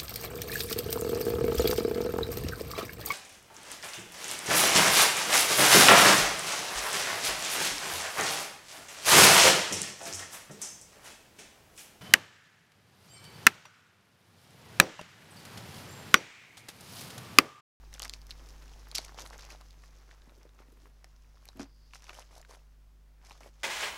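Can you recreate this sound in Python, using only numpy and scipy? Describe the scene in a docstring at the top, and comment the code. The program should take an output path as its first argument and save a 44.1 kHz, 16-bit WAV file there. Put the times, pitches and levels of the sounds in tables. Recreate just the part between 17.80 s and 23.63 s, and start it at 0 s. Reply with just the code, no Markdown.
"""Mains hum and hiss lie under the whole scene, summed from harmonics and filtered noise; they sink around 2 s.
From the start a hand moves small things in a coated canvas pouch: grains of noise make crinkle and cloth rub,
lumpy low noise the rumble of the contents. From 0.13 s creases snap and thump as damped sines with noise
bursts, densest before 2 s. Near 3.8 s one thing is set down on a table with a soft modal knock, then a thin
filtered-noise hiss as of sliding; handling returns from 4.1 to 4.8 s and from 5.4 s."""
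import sys
import numpy as np
from scipy import signal
from scipy.fft import rfft, irfft, next_fast_len
from scipy.io import wavfile
from scipy.ndimage import map_coordinates

SR = 44100
rng = np.random.default_rng(int(sys.argv[2]) if len(sys.argv) > 2 else 0)


def log_audio(samples):
    """Write samples as a 16-bit WAV file to the path given in sys.argv[1]."""
    # one column per channel
    frames = np.atleast_2d(samples).T
    # limit to full scale, then quantise
    limited = np.clip(frames, -1, 1)
    pcm = np.round(limited * 32767).astype(np.int16)
    wavfile.write(sys.argv[1], SR, pcm)


def attenuation_scalar(level_db):
    """Turn a level in dB into a linear amplitude multiplier (20 dB per decade)."""
    decades = np.asarray(level_db, float) / 20
    return 10 ** decades


N = 257229

# Level of hum and hiss together: time_s, level_db
BACKGROUND_LEVEL = [(0.0, -51), (.6, -50.5), (1.8, -52.5), (2.5, -57.5), (3.3, -56.5), (5.83, -56.5)]
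# Harmonics of the mains: multiple (of MAINS_HZ), relative_level_db
HUM_HARMONICS = [(1, 0), (2, -23), (3, -18.5), (5, -26)]
MAINS_HZ = 50
# Spectrum of the steady hiss: frequency_hz, relative_level_db
HISS_SPECTRUM = [(20, 11.5), (50, 0.5), (80, 2), (150, -7.5), (300, -9.5), (600, -14.5), (1200, -16.5),
                 (2500, -20.5), (5000, -22), (9000, -27.5), (15800, -27.5), (16300, -53)]

# Slow movement of the pouch: time_s, crinkle_level_db, rub_level_db
SLOW_MOVEMENT = [(0, -71.5, -69.5), (.3, -63, -63.5), (.42, -71, -67), (.62, -64, -63.5), (1.1, -64.5, -63),
                 (1.75, -67.5, -62.5), (1.88, -70, -70.5), (2.2, -71.5, -67.5), (2.6, -76, -70),
                 (3.15, -77, -74), (3.7, -74.5, -73.5), (3.95, -81, -79.5), (4.15, -70.5, -73),
                 (4.45, -69.5, -67.5), (4.68, -74, -73), (4.8, -72, -72), (4.9, -83.5, -79),
                 (5.36, -92.5, -80), (5.45, -72, -64.5), (5.6, -73.5, -72), (5.73, -77, -77.5),
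                 (5.83, -67, -66)]
SLOW_FIZZ_DB = -13  # fizz of the slow movement, relative to its crinkle
# The hand presses the pouch: start_s, hold_s (from the start), crinkle_level_db, rub_level_db, fizz_level_db
SQUEEZES = [(0.121, 0.038, -62.5, -61.5, -68), (0.214, 0.043, -54, -54.5, -65),
            (0.329, 0.018, -57.5, -65, -69.5), (0.491, 0.032, -59, -66.5, -74),
            (1.145, 0.03, -40.5, -55, -55), (1.191, 0.061, -55, -58.5, -66),
            (1.278, 0.024, -59.5, -58.5, -76.5), (1.371, 0.051, -52.5, -53.5, -67),
            (1.445, 0.02, -58.5, -55.5, -60), (1.521, 0.03, -60, -55, -71),
            (1.58, 0.064, -59.5, -68.5, -77), (1.693, 0.045, -55.5, -56.5, -68),
            (2.018, 0.059, -67, -73.5, -79), (2.303, 0.035, -67, -63.5, -83.5),
            (2.442, 0.057, -78.5, -69, -82), (2.779, 0.034, -71.5, -64.5, -95.5),
            (2.995, 0.065, -73.5, -72, -85), (3.614, 0.12, -74, -77, -81), (3.756, .025, -68, -63, -80),
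            (3.79, 0.033, -54, -50, -70), (4.132, 0.031, -57, -63.5, -68.5),
            (4.217, 0.093, -63.5, -67, -75), (4.284, 0.027, -59, -56, -75), (4.326, 0.089, -58.5, -58, -66),
            (4.506, .09, -65.5, -66.5, -72), (4.683, 0.063, -64, -63, -68.5), (5.443, .05, -65.5, -68, -74),
            (5.491, 0.079, -64.5, -69, -78.5), (5.603, 0.078, -64, -61, -71)]
ATTACK_S, RELEASE_T60_S = 0.0047, 0.12  # rise and dying away of a squeeze
# Spectrum of the coating's crinkle: frequency_hz, relative_level_db
COATING_SPECTRUM = [(1500, -21.5), (2500, -6.5), (3300, -5.5), (4300, -3.5), (5400, 0), (6400, -2.5),
                    (7500, -10.5), (9500, -34)]
# Spectrum of the coating's fine fizz: frequency_hz, relative_level_db
FIZZ_SPECTRUM = [(6000, -31.5), (8000, 0), (10500, 3), (13000, -7.5), (15800, -21), (16300, -37)]
# Spectrum of cloth rubbing on cloth: frequency_hz, relative_level_db
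CLOTH_SPECTRUM = [(120, -20.5), (280, -7.5), (500, -1), (1000, -0.5), (2000, -4.5), (3500, -15.5),
                  (8000, -41)]

# Low rumble of things shifting inside: time_s, level_db
RUMBLE_LEVEL = [(0, -79), (.5, -74), (.65, -64), (.8, -67), (1.0, -72), (1.45, -68), (1.8, -76.5),
                (2.45, -71), (2.7, -73.5), (2.85, -70), (3.06, -69), (3.15, -84), (5.57, -90), (5.61, -63),
                (5.67, -62.5), (5.71, -84)]
# Spectrum of the rumble: frequency_hz, relative_level_db
RUMBLE_SPECTRUM = [(120, -25.5), (220, -7), (350, -1), (520, -7), (900, -26.5)]

# The coating cracks: start_s, level_db, pitch_hz
SNAPS = [(.1289, -39, 3850), (.14, -26, 6030), (.149, -36, 3520), (0.1955, -22.5, 6200), (.2, -29.5, 3070),
         (0.2206, -20, 5260), (0.23, -23, 4470), (0.2363, -26, 5390), (.249, -21.5, 5500),
         (.2534, -27, 4570), (0.2797, -31, 4810), (0.2959, -17, 4860), (0.3369, -23, 4410),
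         (0.4166, -39, 4560), (0.4682, -38.5, 5440), (0.5077, -27, 4330), (0.5121, -29.5, 3780),
         (0.689, -41, 6930), (1.086, -40.5, 12440), (1.1147, -29.5, 4360), (1.1508, -19, 5260),
         (1.1533, -14, 6250), (1.1533, -26, 4500), (1.159, -16, 5500), (1.162, -32, 5550),
         (1.1758, -25, 4415), (1.183, -14.5, 4360), (1.2492, -27, 6430), (1.282, -40, 4460),
         (1.3453, -41, 4360), (1.3877, -33.5, 2906), (1.3957, -31.5, 6330), (1.405, -32.5, 6230),
         (1.4174, -35, 6160), (1.421, -31, 6490), (1.462, -35.5, 4030), (1.474, -36.5, 6240),
         (1.502, -39, 4620), (1.58, -35.5, 6400), (1.608, -38.5, 5680), (1.6483, -43, 2517),
         (1.6511, -33, 6500), (1.704, -38, 6630), (1.7217, -35, 4940), (1.8118, -42, 4960),
         (1.9074, -40.5, 4640), (2.4194, -47.5, 3780), (2.4947, -48, 3760), (2.631, -46.5, 5830),
         (2.692, -48, 3710), (3.2438, -33.5, 5400), (3.6546, -36, 11200), (3.655, -48.5, 2440),
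         (3.6786, -45.5, 4190), (3.6879, -31.5, 3910), (3.7715, -42, 11900), (3.7956, -36, 4520),
         (3.8304, -37.5, 5150), (4.1354, -36.5, 2650), (4.1483, -36, 5710), (4.156, -40.5, 5500),
         (4.222, -39.5, 5320), (4.242, -40, 5740), (4.2554, -48, 2820), (4.2682, -43, 2550),
         (4.2937, -33.5, 2640), (4.3446, -39, 5940), (4.3627, -43.5, 5560), (4.3948, -34, 6100),
         (4.4246, -44.5, 2780), (4.5807, -38, 6320), (4.615, -39, 7100), (4.71, -38, 6240),
         (5.46, -48, 5030), (5.497, -40, 5370), (5.509, -39, 2400), (5.5177, -39.5, 4110),
         (5.528, -44.5, 3950), (5.555, -50.5, 3300), (5.606, -42, 6140), (5.633, -43, 2300)]
# The pouch wall gives: start_s, level_db, pitch_hz
THUMPS = [(0.1292, -37, 1707), (0.181, -40.5, 1636), (.2, -35, 1220), (0.2198, -42, 586),
          (0.2263, -31.5, 1170), (.2372, -42, 875), (.2534, -26, 2006), (0.6208, -50, 318),
          (1.07, -42, 1039), (1.1246, -43, 1035), (1.182, -19, 2135), (1.189, -32, 660), (1.293, -37, 1120),
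          (1.3211, -39, 941), (1.345, -43.5, 736), (1.3873, -32, 1020), (1.4172, -46.5, 575),
          (1.44, -42, 540), (1.4613, -40, 2040), (1.5076, -37.5, 870), (1.531, -37.5, 2000),
          (1.5449, -36, 1844), (1.5887, -40.5, 1520), (1.6298, -42.5, 990), (1.6482, -44, 640),
          (1.6894, -41, 986), (1.7492, -42.5, 747), (1.8106, -43.5, 942), (1.8176, -39.5, 1190),
          (2.037, -40, 1253), (2.312, -40, 1820), (2.476, -51.5, 236.5), (2.4943, -48, 1110),
          (2.5203, -45.5, 607), (2.653, -47, 485), (2.663, -49, 382), (2.7904, -45, 1392),
          (2.803, -47, 397), (2.885, -55.5, 287.4), (3.0568, -40.5, 1070), (3.2434, -49.5, 730),
          (3.244, -42, 1905), (3.572, -49.5, 1212), (3.627, -50, 1110), (3.6888, -43.5, 880),
          (3.701, -51, 1200), (3.731, -53.5, 1300), (3.7957, -33, 720), (3.797, -39.5, 2300),
          (3.8288, -43, 1870), (4.1355, -37.5, 1020), (4.156, -33.5, 1387), (4.195, -48.5, 907),
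          (4.222, -48.5, 972), (4.2823, -42.5, 1150), (4.2938, -29, 1558), (4.336, -50, 980),
          (4.372, -46, 770), (4.3881, -35, 870), (4.51, -49.5, 909), (4.529, -47, 999),
          (4.5633, -42.5, 708), (4.5783, -44.5, 740), (4.604, -48.5, 735), (4.6275, -46.5, 2000),
          (4.6492, -41.5, 1600), (4.6949, -48, 480), (4.7096, -43.5, 1100), (4.7472, -49, 890),
          (4.77, -49.5, 700), (5.442, -50, 897), (5.487, -49, 750), (5.496, -48, 970), (5.51, -38, 939),
          (5.5184, -43, 1140), (5.551, -47.5, 1090), (5.608, -45, 700), (5.621, -54, 514),
          (5.646, -54, 480), (5.661, -43, 582), (5.6681, -39, 552)]
# Noise spectrum of a crack: multiple (of the ringing pitch), relative_level_db
CRACK_SPECTRUM = [(.2, -20), (.5, -2.5), (1, 3), (1.6, -2.5), (2.5, -10), (5, -26.5)]
# Chance creases: snap level over the crinkle, thump level over the rub, scale of the exponential scatter
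SMALL_SNAP_DB, SMALL_THUMP_DB, SCATTER_DB = 11, 6.5, 3.5
SMALL_SNAP_HZ, SMALL_THUMP_HZ = (2300, 6300), (474, 2000)  # their pitch ranges
CROWDING = 0.5  # chance creases come oftener as this power of the handling amplitude

# Contacts with the table: start_s, level_db
KNOCKS = [(3.755, -48), (3.774, -48), (3.797, -31), (3.8105, -36), (3.825, -43)]
# Modes of the table top: frequency_hz, mean_relative_level_db, t60_s
TABLE_MODES = [(113, -8.5, 0.22), (233, -7, 0.11), (270, 7.5, 0.0807), (329, 1, 0.064), (440, -2.5, 0.045),
               (640, -8.5, 0.072)]
# Level of the sliding hiss: time_s, level_db
SLIDE_LEVEL = [(3.82, -100), (3.86, -77), (4.1, -71), (4.16, -100)]
# Spectrum of the sliding hiss: frequency_hz, relative_level_db
SLIDE_SPECTRUM = [(3500, -41), (4400, -2), (4900, 4), (5400, -7), (6500, -36)]

# Reverberation time of the room: frequency_hz, t60_s
ROOM_T60 = [(300, 0.17), (2000, 0.053), (5000, 0.078), (12000, 0.016)]
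# Frequency response of the microphone: frequency_hz, gain_db
MICROPHONE_RESPONSE = [(9000, -1), (14500, -1.5), (15600, -15), (16300, -37)]


def unit(x):
    """Normalization: the signal divided by its root mean square."""
    return x / np.sqrt(np.mean(x ** 2) + 1e-20)


def along(points, hz):
    """Linear interpolation of tabulated values on a logarithmic frequency axis."""
    frequency, value = np.transpose(points)
    return np.interp(np.log(hz + 1), np.log(frequency + 1), value)


def curves(rows):
    """Linear interpolation in time: one value per sample for each column after the first."""
    time_s, *columns = np.transpose(rows)
    return [np.interp(np.arange(N) / SR, time_s, column) for column in columns]


def wobble(rate):
    """Slow random modulation: a spline through normal deviates, rate knots a second."""
    knots = rng.standard_normal(int(N * rate / SR) + 4)
    return map_coordinates(knots, [np.arange(N) * rate / SR])


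def coloured(x, spectrum):
    """Minimum-phase filtering: folding the cepstrum makes a causal filter of the given magnitude."""
    size = 2 * next_fast_len(len(x) // 2 + 4096)
    magnitude = attenuation_scalar(along(spectrum, np.fft.rfftfreq(size, 1 / SR)))
    cepstrum = irfft(np.log(magnitude), size)
    cepstrum[1:size // 2] *= 2
    cepstrum[size // 2 + 1:] = 0
    response = np.exp(rfft(cepstrum))
    return irfft(rfft(x, size) * response, size)[:len(x)]


def ring(t, hz, t60, attack):
    """Damped resonance: a sine decays exponentially after a soft onset."""
    return np.sin(2 * np.pi * hz * t) * attenuation_scalar(-60 * t / t60) * (1 - np.exp(-t / attack))


def grains(rate, spread_db, life, clump_db, bed_db):
    """Granular friction: brief noise bursts of scattered size come in clumps over even noise."""
    size = np.minimum(rng.exponential(1, N), 2.5)
    starts = (rng.random(N) < rate / SR) * attenuation_scalar(spread_db * size)
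    envelope = signal.lfilter([1], [1, -np.exp(-1 / (life * SR))], starts)  # life: time constant in s
    bursts = envelope * rng.standard_normal(N)
    clumped = unit(bursts * attenuation_scalar(clump_db * wobble(40)))
    return clumped + attenuation_scalar(bed_db) * rng.standard_normal(N)


def background():
    """Additive synthesis: phase-locked mains harmonics, and a hiss that shares their level curve."""
    phase = 2 * np.pi * MAINS_HZ * np.arange(N) / SR + 1.19
    hum = 0
    for multiple, db in HUM_HARMONICS:
        level = np.sqrt(2) * attenuation_scalar(db + 0.22 * wobble(24))
        hum = hum + level * np.sin(multiple * phase)
    hiss = attenuation_scalar(-10) * unit(coloured(rng.standard_normal(N), HISS_SPECTRUM))
    return attenuation_scalar(curves(BACKGROUND_LEVEL)[0]) * (hum + hiss)


def handling():
    """Addition of powers: squeezes that rise, hold and decay join slow movement; returns levels in dB."""
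    crinkle_db, rub_db = curves(SLOW_MOVEMENT)
    power = attenuation_scalar(2 * np.array([crinkle_db, rub_db, crinkle_db + SLOW_FIZZ_DB]))
    t = np.arange(N) / SR
    for start, hold, *levels_db in SQUEEZES:
        rise = np.clip((t - start) / ATTACK_S, 0, 1)
        release = attenuation_scalar(-60 * np.maximum(t - start - hold, 0) / RELEASE_T60_S)
        power = power + attenuation_scalar(2 * np.array(levels_db))[:, None] * (rise * release) ** 2
    return 10 * np.log10(power)


def rustle(crinkle_db, rub_db, fizz_db):
    """Granular friction: creases crackle and fizz in the coating; cloth scrapes with a lower, softer grain."""
    creases = grains(rate=450, spread_db=2.0, life=0.00037, clump_db=3.0, bed_db=-1)
    scrapes = grains(rate=300, spread_db=4, life=0.00048, clump_db=3.0, bed_db=-0.5)
    crinkle = attenuation_scalar(crinkle_db) * unit(coloured(creases, COATING_SPECTRUM))
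    fizz = attenuation_scalar(fizz_db) * unit(coloured(creases, FIZZ_SPECTRUM))
    rub = attenuation_scalar(rub_db) * unit(coloured(scrapes, CLOTH_SPECTRUM))
    return crinkle + fizz + rub


def rumble():
    """Low-frequency impacts: soft things roll and settle against the wall with a lumpy noise."""
    lumps = grains(rate=54, spread_db=5, life=0.0073, clump_db=1.5, bed_db=-2)
    return attenuation_scalar(curves(RUMBLE_LEVEL)[0]) * unit(coloured(lumps, RUMBLE_SPECTRUM))


def crack(t, hz, t60):
    """Impulsive noise: a decaying burst of peak 1, spread widely around a pitch."""
    noise = rng.standard_normal(len(t)) * attenuation_scalar(-60 * t / t60)
    burst = coloured(noise, [(multiple * hz, db) for multiple, db in CRACK_SPECTRUM])
    return burst / np.abs(burst).max()


def small_creases(level_db, range_hz, count):
    """Random point process: strong handling brings more and louder creases (start_s, level_db, pitch_hz)."""
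    when, size, pitch = rng.random((count, 3)).T
    odds = np.cumsum(attenuation_scalar(CROWDING * level_db))
    at = np.searchsorted(odds, when * odds[-1])
    crease_db = level_db[at] - SCATTER_DB * np.log(1 - 0.9 * size)
    low, high = range_hz
    return list(zip(at / SR, crease_db, low * (high / low) ** pitch))


def snaps(crinkle_db, rub_db):
    """Sudden release of strain: the coating cracks and rings briefly, the pouch wall thumps more dully."""
    out = np.zeros(N + SR)
    t = np.arange(SR // 30) / SR
    small_snaps = small_creases(crinkle_db + SMALL_SNAP_DB, SMALL_SNAP_HZ, count=120)
    for start, db, hz in SNAPS + small_snaps:
        snap = ring(t, hz, 18 / hz, 0.0001) + 0.6 * crack(t, hz, 0.006)  # 18 periods to fall 60 dB
        out[round(start * SR):][:len(t)] += attenuation_scalar(db) * snap
    small_thumps = small_creases(rub_db + SMALL_THUMP_DB, SMALL_THUMP_HZ, count=120)
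    for start, db, hz in THUMPS + small_thumps:
        thump = 1.4 * ring(t, hz, 7 / hz, 0.0003) + 0.5 * crack(t, hz, 0.015)
        out[round(start * SR):][:len(t)] += attenuation_scalar(db) * thump
    return out[:N]


def knock():
    """Modal excitation: a soft thing touches, lands and rocks; the table top answers in low damped modes."""
    out = np.zeros(N)
    t = np.arange(SR // 5) / SR
    for start, db in KNOCKS:
        top = 0
        for hz, mode_db, t60 in TABLE_MODES:
            varied_db = mode_db + rng.normal(0, 2.14)  # each contact excites the modes differently
            top = top + attenuation_scalar(varied_db) * ring(t, hz, t60, 0.0028)
        out[round(start * SR):][:len(t)] += attenuation_scalar(db) * top / np.abs(top).max()
    return out


def slide():
    """Steady friction: a thin, even hiss, as of something smooth being drawn along."""
    return attenuation_scalar(curves(SLIDE_LEVEL)[0]) * unit(coloured(rng.standard_normal(N), SLIDE_SPECTRUM))


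def room(x):
    """Reverberation of a small furnished room: decaying noise tails, a new one each quarter second."""
    out = np.zeros(N + SR)
    step = SR // 4
    for k in range(0, N, step):
        hz, t, bins = signal.stft(rng.standard_normal(SR // 3), SR, nperseg=256)
        decay = attenuation_scalar(-60 * t / along(ROOM_T60, hz)[:, None])
        tail = signal.istft(bins * decay, SR, nperseg=256)[1]
        wet = signal.fftconvolve(x[k:k + step], tail / np.linalg.norm(tail))
        out[k + 130:][:len(wet)] += wet  # the tail starts 130 samples (3 ms) late
    return out[:N]


def scene():
    """Superposition: pouch, table and echo pass a microphone that dulls the top, over hum and hiss."""
    crinkle_db, rub_db, fizz_db = handling()
    impacts = snaps(crinkle_db, rub_db) + knock()
    echo = attenuation_scalar(-17) * room(impacts)
    friction = rustle(crinkle_db, rub_db, fizz_db) + rumble() + slide()
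    picked_up = coloured(impacts + echo + friction, MICROPHONE_RESPONSE)
    return (picked_up + background())[None]


def band_limit(x):
    """A steep low-pass at the top of the band."""
    return signal.sosfilt(signal.butter(12, 16520, fs=SR, output="sos"), x)


def record(dry):
    """Final stage of the signal chain: the finished mix becomes the output."""
    return band_limit(dry)


dry = scene()
out = record(dry)
log_audio(out)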